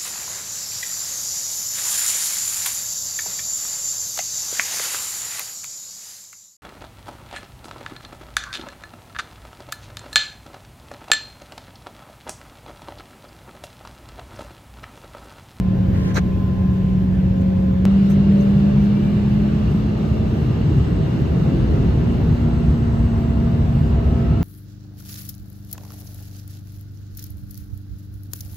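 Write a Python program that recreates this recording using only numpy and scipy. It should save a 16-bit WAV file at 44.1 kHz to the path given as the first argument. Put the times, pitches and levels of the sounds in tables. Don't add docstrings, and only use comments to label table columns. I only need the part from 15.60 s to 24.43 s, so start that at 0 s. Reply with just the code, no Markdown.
import sys
import numpy as np
from scipy import signal
from scipy.io import wavfile
from scipy.ndimage import uniform_filter1d

SR = 44100
rng = np.random.default_rng(int(sys.argv[2]) if len(sys.argv) > 2 else 0)


def inscribe(sig):
    pcm = np.round(np.clip(np.atleast_2d(sig).T, -1, 1) * 32767)
    wavfile.write(sys.argv[1], SR, pcm.astype(np.int16))


def undo_db(level):
    steps = np.asarray(level, float) / 20
    return 10 ** steps


N = 389403

CHANGE_S = 2.2536
ROLL_START_S, ROLL_END_S = 4.3, 7.46

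# time_s, shaft_hz, hum_db
SHAFT_SPEED = [
    [(0, 186.7, -19), (.55, 186.4, -24), (1.3, 186.7, -19), (2.25, 186.7, -19)],
    [(2.26, 194.4, -13), (2.6, 196.8, -14.5), (3.6, 205, -18), (4.2, 209.8, -25), (4.85, 216.2, -25),
     (5.2, 220.2, -41), (5.9, 227.7, -34), (6.1, 231, -35), (6.65, 234.6, -27.5), (6.9, 234, -25),
     (7.3, 230.8, -23), (7.7, 229.4, -24), (8.3, 230.6, -27), (8.83, 232.4, -28)],
]
# multiple_of_shaft, slow_lag_rad, fast_lag_rad (right behind left),
# waver_share, flicker_db
GEARED_TONES = [
    (1, 0.2, .3, 0.00066, 0.74),
    (2.912, 2.12, 0.72, 0.00067, 1.55),
    (5.824, 1.9, 1, 0.00066, 1),
    (5.535, 0.7, 0.77, .0008, 1.0),
]
# middle_s, length_s, top_db
TONE_SWELLS = [
    [(.25, .6, -38.5), (1.0, 1.06, -45.5), (1.95, 1.5, -39), (2.8, 2.2, -44.5), (2.52, 0.18, -42),
     (2.82, 0.2, -35.5), (3.1, .22, -39), (3.4, .2, -47), (3.9, .4, -40), (4.6, .4, -39.5),
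     (5.45, .35, -40.5), (5.8, .4, -50), (7.0, 0.93, -54), (7.9, 2.0, -46), (8.7, 1.1, -50)],
    [(.5, .5, -50), (3.0, .4, -59), (4.1, .8, -55.5), (6.9, 0.51, -52), (7.3, .4, -59), (8.7, .7, -53)],
    [(0, 0.69, -49), (.45, .4, -51.5), (.95, 1.4, -47.5), (2.0, .7, -54), (4.0, .6, -55.5),
     (4.65, 1, -55.5), (7.2, .8, -61.5), (8.65, .8, -51.5)],
]
TONE_REST_DB = [-50.5, -64, -63]
# time_s, thrust_db
ENGINE_THRUST = [
    [(0, -0.5), (.45, 2), (.9, -0.3), (2.25, 0.7)],
    [(2.26, 0.5), (2.6, 0), (3.6, 0), (5.3, 0.5), (5.7, 2), (6.25, 4), (6.6, 1.5), (7.4, -2), (7.9, -1),
     (8.55, 0.5), (8.83, 1)],
]
PART_HZ = [60, 150, 360, 950, 3300, 12000]
# share_of_thrust, standstill_db, full_speed_db, lumpy_db
ROAR_PARTS = [
    (.2, -5.5, 1.55, 0.5),
    (0.4, 0.2, -0.66, .5),
    (1.2, 0, .3, 0.2),
    (.3, -1.5, 0.55, 0.2),
    (.4, 1.1, -1.1, .3),
    (.35, 0, 0, 1),
]
IDLE_PART_DB = [-0.63, 0.12, .3, .3, .6, .3]
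# pitch_hz, level_db per Hz
SHARED_COLOUR = [
    [(22, -71.5), (35, -57.5), (40, -53), (65, -39.5), (135, -42), (402, -61), (454, -66), (1059, -78.5),
     (1196, -83), (1720, -80.5), (1941, -85), (2791, -86.5), (8300, -105.5), (12500, -104)],
    [(22, -67.5), (65, -35), (94, -41), (152, -37.5), (219, -49.5), (402, -55.5), (512, -64), (2473, -83.5),
     (2791, -78.5), (3151, -86.0), (4014, -86.5), (5773, -96.5), (8800, -102), (12500, -104)],
]
# pitch_hz, level_db per Hz
APART_COLOUR = [
    [(22, -81), (28, -70), (69, -53), (90, -54), (151, -53), (287, -65.5), (480, -68.5), (2553, -90),
     (2903, -88), (6276, -101.2), (6900, -103), (7400, -108), (9000, -104.5), (12000, -107)],
    [(22, -85.5), (32, -80), (132, -52), (195, -58), (621, -65), (803, -70.5), (2553, -84), (3301, -85),
     (4268, -91.5), (5519, -93), (7137, -102.2), (9000, -103), (12000, -106.5), (15000, -108)],
]
# middle_s, length_s, rumble_db
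RUNWAY_JOINTS = [
    (2.6, 1.2, 2),
    (4.652, .3, 4.5),
    (5.3, .4, 3),
    (6.1, 0.39, 3.5),
    (6.75, 0.47, 2),
    (7.4, 0.19, 6),
    (8.35, .4, 2.5),
]
# start_s, end_s, pitch_hz, width_hz, level_db
STEADY_WHISTLES = [(6.75, 7.7, 7780, 170, -69.5), (7.3, 8.4, 7830, 260, -73), (5.0, 5.5, 7800, 90, -71),
                   (0, 4.0, 9410, 20, -80.5), (0.5, 4.0, 9795, 20, -82.5), (2, 7.5, 4150, 410, -66),
                   (2.1, 7.3, 2790, 110, -61.5), (4.5, 8.2, 1960, 260, -61), (3.5, 8.0, 6400, 820, -68.5)]
# start_s, end_s, start_hz, end_hz, level_db
GLIDING_WHISTLES = [
    (2.5, 4.4, 2225, 2480, -63.5),
    (3.1, 3.65, 2305, 2360, -59.5),
    (7.4, 8.4, 14350, 13900, -79),
]
# peak_s, rise_s, fall_s, level_db, brightness_db per octave
SLEEVE_BRUSHES = [(.335, .07, 0.25, -46.5, -6.5), (.515, .1, 0.032, -46, -3.5), (.574, .04, .026, -29, 1.5),
                  (.588, .035, .016, -32.5, -3), (1.82, 0.076, .025, -63, 7.5), (1.968, .03, 0.014, -64, 6),
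                  (2.503, .018, .055, -51.5, 8), (2.812, .02, .05, -58, 9), (3.23, 0.046, .1, -61, 9)]
# pitch_hz, width_hz, level_db
CLOTH_RESONANCES = [(459, 460, -1), (904, 1900, -4), (1460, 680, 2), (2106, 600, -3), (3310, 1700, -18.5),
                    (4050, 910, -10), (5200, 1200, -18), (6250, 900, -8.5), (8460, 2200, -19.5),
                    (12000, 2800, -22.5), (14300, 2700, -27)]
# middle_s, length_s, level_db
HAND_SHIFTS = [
    (.38, 0.14, -37),
    (0.474, 0.18, -34),
    (.582, .05, -28),
]
# low_edge_hz, high_edge_hz, wander_hz
SHARED_GAPS = [(9000, 9320, 170), (9510, 9730, 82), (9670, 11220, 190), (15250, 17500, 330)]
# low_edge_hz, high_edge_hz, wander_hz
APART_GAPS = [(11650, 15100, 330), (15500, 17500, 300), (7350, 7300, 260)]


def roar(patchy_db=1.24):
    lead_s, link = 20 / 44100, .4
    change = round(CHANGE_S * SR)
    out = []
    for stage, (start, stop) in enumerate([(0, change), (change, N)]):
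        noise = rng.standard_normal((2, stop - start))
        hz, t, z = signal.stft(noise, SR, nperseg=4096, noverlap=3072)
        share = np.array([read(list(zip(PART_HZ, row)), hz) for row in np.eye(len(PART_HZ))])
        swell = share.T @ swell_db(t + start / SR, stage)
        patches = uniform_filter1d(rng.standard_normal(z.shape), size=30, axis=1)
        patches = uniform_filter1d(patches, size=3, axis=2)
        colour = np.array([read(SHARED_COLOUR[stage], hz), read(APART_COLOUR[stage], hz)])[..., None]
        linked = link * np.sin(2 * np.pi * hz * lead_s)[:, None]
        z = np.array([z[0], 1j * linked * z[0] + np.sqrt(1 - linked ** 2) * z[1]])
        z = z * undo_db(colour + swell + patchy_db * evened(patches)) * np.sqrt(SR / 2)
        shared, apart = signal.istft(z, nperseg=4096, noverlap=3072)[1][:, :stop - start]
        out.append([shared + apart, shared - apart])
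    return np.hstack(out)


def swell_db(t, stage):
    share, still_db, fast_db, lumpy_db = np.transpose(ROAR_PARTS)[..., None]
    speed = np.clip((t - ROLL_START_S) / (ROLL_END_S - ROLL_START_S), 0, 1)
    if stage == 0:
        base = np.array(IDLE_PART_DB)[:, None]
    else:
        base = still_db + (fast_db - still_db) * speed
    lumps = rng.standard_normal((len(ROAR_PARTS), len(t)))
    lumps = evened(uniform_filter1d(lumps, size=8, axis=1))
    bumps = sum(db * hump(t, s, length) for s, length, db in RUNWAY_JOINTS)
    joints = bumps * np.eye(len(ROAR_PARTS))[:, :1]
    return base + share * follow([ENGINE_THRUST[stage]], t)[0] + lumpy_db * lumps + joints


def shafts(slow_hz=224.3, fast_hz=229.7):
    t = np.arange(N) / SR
    hz, hum_db = follow(SHAFT_SPEED, t)
    levels = [undo_db(hum_db)]
    for rest_db, rows in zip(TONE_REST_DB, TONE_SWELLS):
        levels.append(undo_db(rest_db) + sum(undo_db(db) * hump(t, s, length) for s, length, db in rows))
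    out = 0
    for (multiple, slow_lag, fast_lag, waver, flicker_db), level in zip(GEARED_TONES, levels):
        pitch_hz = multiple * hz * (1 + waver * drift(12., t))
        angle = 2 * np.pi * (np.cumsum(pitch_hz) / SR + rng.random())
        lag = np.interp(hz, [slow_hz, fast_hz], [slow_lag, fast_lag])
        tone = np.sin(angle + np.array([lag / 2, -lag / 2]))
        out = out + np.sqrt(2) * level * undo_db(flicker_db * drift(15.0, t)) * tone
    return out


def whistles(alike=1.0):
    glide_width = .0075
    rows = [(s0, s1, f0, f1, glide_width * f0, db) for s0, s1, f0, f1, db in GLIDING_WHISTLES]
    rows += [(s0, s1, f, f, w, db) for s0, s1, f, w, db in STEADY_WHISTLES]
    out = np.zeros((2, N))
    for s0, s1, hz0, hz1, width, db in rows:
        a, b = round(s0 * SR), round(s1 * SR)
        both, *own = rng.standard_normal((3, N))[:, a:b]
        air = alike * both + (1 - alike) * np.array(own)
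        hz = np.linspace(hz0, hz1, b - a)
        tone = resonate(resonate(air, hz, width), hz, width)
        out[:, a:b] += undo_db(db) * evened(tone) * signal.windows.tukey(b - a, .3)
    return out


def sleeve(alike=0.41, grainy_db=4.0):
    edge_db, roundness = -23, 1.45
    port_db = np.array([[4.6], [6.6]])
    out = np.zeros((2, N))
    for peak, rise, fall, level_db, bright_db in SLEEVE_BRUSHES:
        t = np.arange(peak - rise, peak + fall, 1 / SR)
        distance = np.maximum((peak - t) / rise, (t - peak) / fall)
        db = level_db + edge_db * distance ** roundness
        both, *own = rng.standard_normal((3, SR // 2))[:, :len(t)]
        drag = (alike * both + (1 - alike) * np.array(own)) * undo_db(grainy_db * drift(200., t))
        rub = 0
        for f, w, d in CLOTH_RESONANCES:
            threads = np.roll(drag, int(f), axis=1)
            ring = resonate(resonate(threads, f, w), f, w)
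            rub = rub + undo_db(d + bright_db * np.log2(f / 3000)) * ring * np.sqrt(1000 / w)
        a = round(t[0] * SR)
        out[:, a:a + len(t)] += undo_db(db + port_db) * evened(rub) * signal.windows.tukey(len(t), .3)
    return out


def grip():
    rub_hz, rub_width_hz = 260, 380
    scrape_hz, scrape_width_hz, scrape_db = 1750, 450, -15
    t = np.arange(SR) / SR
    rub = evened(resonate(rng.standard_normal(SR), rub_hz, rub_width_hz)) * np.array([[1], [-1]])
    scrape = resonate(rng.standard_normal(SR), scrape_hz, scrape_width_hz)
    scrape = undo_db(scrape_db) * evened(resonate(scrape, scrape_hz, scrape_width_hz))
    strength = sum(undo_db(db) * hump(t, s, length) for s, length, db in HAND_SHIFTS)
    return np.pad((rub + scrape) * strength, ((0, 0), (0, N - SR)))


def knock():
    start_s, pitch_hz, fade_60db_s, level_db = .5795, 400, .03, -13
    since = np.maximum(np.arange(N) / SR - start_s, 0)
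    return undo_db(level_db - 60 * since / fade_60db_s) * np.sin(2 * np.pi * pitch_hz * since)


def evened(x):
    return x / np.sqrt(np.mean(x ** 2) + 1e-20)


def read(points, hz):
    f, value = np.transpose(points)
    return np.interp(np.log(hz + 1), np.log(f + 1), value)


def follow(tables, t):
    s, *columns = np.concatenate(tables).T
    return [np.interp(t, s, c) for c in columns]


def hump(t, middle, length):
    return np.cos(np.pi * np.clip((t - middle) / length, -.5, .5)) ** 2


def drift(top_hz, t):
    coarse = t[::16]
    wave = 0
    for f in np.geomspace(top_hz / 20, top_hz, num=20):
        wave = wave + np.sin(2 * np.pi * (f * coarse + rng.random())) / np.sqrt(f)
    return np.interp(t, coarse, evened(wave))


def resonate(x, hz, width):
    turn = np.exp(2j * np.pi * np.cumsum(hz * np.ones(x.shape[-1])) / SR)
    r = np.exp(-np.pi * width / SR)
    return 2 * (turn * signal.lfilter([1 - r], [1, -r], x / turn + 1e-18)).real


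def scene():
    return roar() + shafts() + whistles() + sleeve() + knock() + grip()


def emptied(sound, gaps, hold=.85, step_hz=171.0, weak=.55, weak_hz=9000.):
    hz, t, z = signal.stft(sound, SR, nperseg=1024, noverlap=768)
    power = abs(z) ** 2
    limit = weak * np.clip(hz / weak_hz, 0, 1)[:, None] ** 2
    z = z * (power > limit * uniform_filter1d(power, size=16, axis=0))
    for low, high, wander in gaps:
        jump = rng.standard_normal((2, len(t)))
        fresh = rng.random((2, len(t))) > hold
        last_jump = np.maximum.accumulate(np.arange(len(t)) * fresh, axis=1)
        held = np.take_along_axis(jump, last_jump, axis=1)
        edges = np.array([[low], [high]]) + step_hz * np.round(wander * held / step_hz)
        z = z * ((hz[:, None] < edges[0]) | (hz[:, None] > edges[1]))
    return signal.istft(z, SR, nperseg=1024, noverlap=768)[1][:N]


def low_pass(x):
    return signal.sosfilt(signal.butter(12, 15940, fs=SR, output="sos"), x)


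def record(dry):
    shared = emptied(dry.mean(0), SHARED_GAPS)
    apart = emptied((dry[0] - dry[1]) / 2, APART_GAPS)
    step_height, edge_s, fade_s = .31, .00001, .002
    since = np.arange(N) / SR - CHANGE_S
    click = step_height / 2 * np.tanh(since / edge_s) * np.exp(-abs(since) / fade_s)
    return low_pass(np.array([shared + apart, shared - apart]) + click)


dry = scene()
out = record(dry)
inscribe(out)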